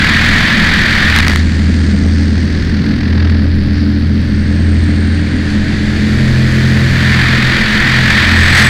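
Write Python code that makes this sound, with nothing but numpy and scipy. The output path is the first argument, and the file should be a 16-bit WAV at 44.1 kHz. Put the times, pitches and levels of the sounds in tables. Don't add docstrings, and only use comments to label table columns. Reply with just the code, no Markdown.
import sys
import numpy as np
from scipy import signal
from scipy.fft import rfft, irfft, next_fast_len
from scipy.io import wavfile
from scipy.ndimage import uniform_filter1d, map_coordinates

SR = 44100
rng = np.random.default_rng(int(sys.argv[2]) if len(sys.argv) > 2 else 0)


def master_out(mix):
    frames = np.transpose(np.atleast_2d(mix))
    ceiling = np.clip(frames, -1, 1)
    pcm = np.round(ceiling * 32767).astype(np.int16)
    wavfile.write(sys.argv[1], SR, pcm)


N = 383229
TIME = np.arange(N) / SR


def amp(db):
    return 10 ** (np.asarray(db) / 20)


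def unit(x):
    return x / np.sqrt(np.mean(x ** 2) + 1e-20)


def curves(rows):
    times, *columns = np.transpose(rows)
    return [np.interp(TIME, times, column) for column in columns]


def wobble(rate):
    return map_coordinates(rng.standard_normal(int(N * rate / SR) + 4), [TIME * rate])


def filtered(x, response):
    size = next_fast_len(N + SR // 2)
    return irfft(rfft(x, size) * response(np.fft.rfftfreq(size, 1 / SR)), size)[:N]


def rush(spectrum):
    points_hz, db = np.transpose(spectrum)
    colour = lambda hz: amp(np.interp(np.log(hz + 1), np.log(points_hz), db, left=-120, right=-120))
    return unit(filtered(rng.standard_normal(N), colour))


def swept_lowpass(x, cutoff_hz):
    hz, times, frames = signal.stft(x, SR, nperseg=512)
    ratio = hz[:, None] / np.interp(times, TIME, cutoff_hz)
    return signal.istft(frames / np.sqrt(1 + ratio ** 14), SR, nperseg=512)[1][:N]


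# (frequency [Hz], relative level [dB])
SIZZLE_COLOUR = [(3000, -20), (7500, 5.5), (8600, 7), (9500, 2.5), (11500, -3.5), (12600, 0), (13500, -6),
                 (15700, -1)]

def sizzle(angle):
    ticks = unit(amp(2.9 * (wobble(450) + .5 * np.cos(2 * angle))))
    return amp(-55.3) * ticks * rush(SIZZLE_COLOUR)


def edge_tone(angle, hz, bend_hz=45, chop_db=3.5):
    pitch = hz + bend_hz * np.cos(angle) + 65 * wobble(700)
    chop = unit(amp(chop_db * np.cos(angle) + 2.5 * wobble(150)))
    return chop * np.sin(2 * np.pi * np.cumsum(pitch) / SR)


def gap_whistle(angle, flow, best_flow=.4, width=.066):
    level_db = -44.5 - (np.log(flow / best_flow) / width) ** 2
    pitch_hz = 8420 + 3800 * (flow - best_flow)
    return amp(level_db) * edge_tone(angle, pitch_hz)


def dive_whistle(angle, start_s=8.11, attack_s=.15, rise_db_per_s=40):
    age = np.maximum(TIME - start_s, 0)
    swell = np.minimum(age / attack_s, 1) * amp(-46 + rise_db_per_s * age)
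    return swell * edge_tone(angle, hz=7970)


# (frequency [Hz], relative level [dB])
RUMBLE_COLOUR = [(6, -21), (18, 10), (40, -1), (65, 2.5), (110, -3), (170, -2), (400, -24.5)]
# (frequency [Hz], relative level [dB])
THUMP_COLOUR = [(60, -27), (110, -5), (160, -1), (220, 5.5), (270, -4), (320, -8), (400, -14), (560, -22),
                (800, -39.5), (1300, -29.5), (3000, -73)]
# (time [s], level [dB])
THUMP_RIDE = [(0, -18), (.6, -15), (1, -18), (3.5, -16), (7.8, -20.5), (8.69, -18)]

def buffeting(flow):
    thump_db, = curves(THUMP_RIDE)
    rumble = amp(-18 - 5.5 * (1 - flow)) * rush(RUMBLE_COLOUR)
    thumps = unit(amp(1.1 * wobble(30)) * rush(THUMP_COLOUR))
    return rumble + amp(thump_db) * thumps


# (time [s], envelope peak [dB])
GUST_HITS = [(1.1, -7), (1.163, 4), (1.188, 2.5), (1.274, -8), (1.2825, 2), (1.299, -7), (1.308, -9),
             (1.335, -9), (1.36, 1)]
# (frequency [Hz], relative level [dB])
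GUST_COLOUR = [(200, -22), (600, -13), (1100, -9), (1800, 0), (2600, -10), (4500, -12), (6000, -21),
               (15700, -42)]

def gusts(half_length_s=.001):
    bursts = sum(amp(db) * np.exp(-((TIME - s) / half_length_s) ** 2) for s, db in GUST_HITS)
    return bursts * rush(GUST_COLOUR)


# (frequency [Hz], relative level [dB])
CHUFF_COLOUR = [(200, -15), (500, -11), (1000, 0.5), (1300, 0), (2500, -28.5)]

def air_chuff(flow, turn_db):
    return amp(2.5 * turn_db + 4.8 * flow - 50.5) * rush(CHUFF_COLOUR)


# (frequency [Hz], relative level [dB])
HISS_COLOUR = [(3000, -14), (4600, 6), (5600, -0.5), (7000, -3.5), (8300, -7.5), (10000, -13),
               (12500, -17.5), (15700, -17.5)]

def air_hiss(flow, turn_db, blade_db, lift_hz):
    level_db = -33.5 - 11.5 * (1 - flow) + 1.3 * turn_db + 2.64 * blade_db
    return amp(level_db) * swept_lowpass(rush(HISS_COLOUR), cutoff_hz=18400 * flow + lift_hz)


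# (frequency [Hz], relative level [dB])
SLOW_RING = [(300, -16), (800, -10), (1150, -14), (1400, -5), (1700, 2.5), (2000, -1.5), (2600, -9),
             (3100, -10.5), (3700, -9.5), (4100, -10), (4550, -8), (5200, -25.5), (6200, -36.5),
             (9000, -69)]
# (frequency [Hz], relative level [dB])
FAST_RING = [(200, -33), (550, -18.5), (850, -17), (1200, -12.5), (1500, -6.5), (1800, 1), (2200, -6),
             (2450, -8), (2650, -13.5), (3500, -12), (4100, -15), (4550, -14.5), (5400, -28.5), (9000, -56)]

def cavity_roar(flow, turn_db, howl_db=8, lock_flow=.904, lock_width=.068):
    locked = .5 + .5 * np.tanh((flow - lock_flow) / (2 * lock_width))
    level_db = -19 + 1.055 * 20 * np.log10(flow) + howl_db * locked + .86 * turn_db
    fast = np.clip((flow - .3) / .7, 0, 1)
    ring = np.sqrt(1 - fast) * rush(SLOW_RING) + np.sqrt(fast) * rush(FAST_RING)
    return amp(level_db) * ring


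# (time [s], once a turn [dB], once a blade [dB])
WASH_DEPTH = [(1, 1.5, 0.1), (1.3, 0.9, 1), (2.2, 0.5, 2.5), (2.9, 3, 0.7), (3.25, 5, .5), (3.45, 0.8, 2.3),
              (3.75, 0.3, 2.5), (4.3, -0.5, 1.1), (5.1, 0.5, -0.2), (6, 0.1, .7), (6.7, 0.3, 1.3),
              (7.4, 1.5, 0.36)]
# (time [s], half length [s], roar boost [dB], hiss boost [dB], hiss cutoff lift [Hz])
AIR_PUFFS = [(3.78, 0.055, 1.5, 3, 200), (5.51, .055, 1.5, 2.5, 1900), (8.59, 0.052, 5.5, 7, 500)]

def slipstream(angle, flow, sputter_db=2.2):
    puffs = sum(np.outer(boosts, np.exp(-((TIME - s) / half_s) ** 2)) for s, half_s, *boosts in AIR_PUFFS)
    roar_boost_db, hiss_boost_db, lift_hz = puffs
    turn_db, blade_db = curves(WASH_DEPTH)
    pulse = amp(turn_db * np.cos(angle) + blade_db * np.cos(2 * angle))
    wash = pulse / np.sqrt(uniform_filter1d(pulse ** 2, size=SR // 10))
    collapse = np.clip(-np.gradient(flow) * SR, 0, 1)
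    eddies = unit(amp(.3 * wobble(18) + (.55 + sputter_db * collapse) * wobble(220)))
    roar = amp(roar_boost_db) * cavity_roar(flow, turn_db)
    hiss = amp(hiss_boost_db) * air_hiss(flow, turn_db, blade_db, lift_hz)
    return wash * eddies * (roar + hiss + air_chuff(flow, turn_db))


def partial(angle, waver_db, drift):
    return amp(waver_db * wobble(14)) * np.sin(angle + rng.uniform(0, 2 * np.pi) + drift * wobble(12))


# (time [s], relative level [dB])
FIRING_RIDE = [(0.0, -17.5), (0.29, -16.5), (0.51, -28.5), (0.67, -14.5), (0.84, -24.5), (1.19, -12),
               (2.37, -11.5), (3.02, -21), (3.1, -11.5), (3.32, -11), (4.36, -15), (4.74, -9), (5.49, -18),
               (7.24, -16), (7.72, -32), (8.42, -9.5), (8.69, -17)]
# (time [s], relative level [dB])
THIRD_RIDE = [(0.0, -28), (0.12, -27), (2.76, -35), (2.95, -22), (5.83, -26), (6.32, -11), (7.5, -14.5),
              (7.67, -28), (7.99, -11.5), (8.23, -25.5), (8.69, -12)]
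# (time [s], level [dB])
FOURTH_RIDE = [(0, -23), (.55, -16.5), (1.3, -28), (2.6, -23), (4.2, -31), (4.9, -19), (5.7, -31.5),
               (7.15, -24), (8.69, -35)]
# (time [s], 5th order level [dB], 7th order level [dB])
UPPER_RIDE = [(0, -22, -25), (1.55, -21.5, -31), (1.95, -14.5, -20.5), (2.6, -23, -24.5), (3.5, -15, -18),
              (5.3, -17, -20.5), (5.8, -15, -22.5), (6.9, -11, -27), (7.2, -19, -31.5)]
# (shaft order, relative level [dB])
GROWL_ORDERS = [(.5, -43.5), (1, -31.5), (1.5, -31.5), (4.5, -34), (5.5, -29), (6, -27.5), (6.5, -35),
                (7.5, -36.5), (8.5, -39)]
# (time [s], gain [dB])
GROWL_RIDE = [(0, -13), (.6, -12), (1.3, 2), (2.6, 4), (3.4, -6.5), (4.2, -4), (4.9, 3), (5.7, -4),
              (8.69, -1)]
# (shaft order, relative level [dB])
RASP_ORDERS = [(8, -30), (9, -37.5), (10, -37.5), (11, -42.5), (12, -40.5), (13, -40), (14, -41), (15, -44),
               (16, -46), (18, -46), (20, -55)]

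def engine(angle, shaft_hz, rasp_knee_hz=41.56, rasp_db_per_hz=9):
    firing_db, = curves(FIRING_RIDE)
    third_db, = curves(THIRD_RIDE)
    fourth_db, = curves(FOURTH_RIDE)
    fifth_db, seventh_db = curves(UPPER_RIDE)
    growl_db, = curves(GROWL_RIDE)
    drone = amp(firing_db + 3.5) * partial(2 * angle, waver_db=1.06, drift=.076)
    drone += amp(third_db + 3.5) * partial(3 * angle, waver_db=-.16, drift=.12)
    drone += amp(fourth_db) * partial(4 * angle, waver_db=2.5, drift=.31)
    drone += amp(fifth_db) * partial(5 * angle, waver_db=2.5, drift=.22)
    drone += amp(seventh_db) * partial(7 * angle, waver_db=2.5, drift=.077)
    growl = sum(amp(db) * partial(order * angle, waver_db=2, drift=.57) for order, db in GROWL_ORDERS)
    rasp = sum(amp(db) * partial(order * angle, waver_db=3.5, drift=order / 19)
               for order, db in RASP_ORDERS)
    rasp_db = -8.5 + rasp_db_per_hz * np.maximum(shaft_hz - rasp_knee_hz, 0)
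    return drone + amp(growl_db) * growl + amp(rasp_db) * rasp


# (time [s], shaft speed [turns/s])
REVS = [(0, 41.35), (0.75, 42.2), (1.25, 40.5), (1.65, 40.55), (2.5, 41.0), (2.9, 41.7), (3.7, 41.38),
        (4.5, 41.6), (5, 42.15), (5.6, 42.23), (6.1, 42.75), (6.7, 42.82), (7.3, 42.6), (8.69, 42.62)]
# (time [s], speed [share of full flow])
AIRFLOW = [(0, 1.068), (1.16, 1.006), (1.31, 0.86), (1.44, 0.5), (2.1, 0.37), (2.9, 0.32), (3.5, 0.27),
           (4, 0.29), (4.8, .4), (5.4, 0.46), (6.3, 0.73), (6.9, 0.85), (7.17, 0.97), (7.7, 0.96),
           (8.2, 1.073)]

def scene():
    shaft_hz, = curves(REVS)
    flow, = curves(AIRFLOW)
    angle = 2 * np.pi * np.cumsum(shaft_hz + .0498 * wobble(5)) / SR
    air = buffeting(flow) + slipstream(angle, flow)
    whistles = gap_whistle(angle, flow) + dive_whistle(angle)
    return (air + whistles + gusts() + sizzle(angle) + engine(angle, shaft_hz))[None]


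def record(dry):
    knee, hardness, rail, top_hz = .74, 9, .705, 15730
    rounded = dry[0] / (1 + np.abs(dry[0] / knee) ** hardness) ** (1 / hardness)
    return filtered(np.clip(rounded, -rail, rail), lambda hz: hz < top_hz)[None]


dry = scene()
out = record(dry)
master_out(out)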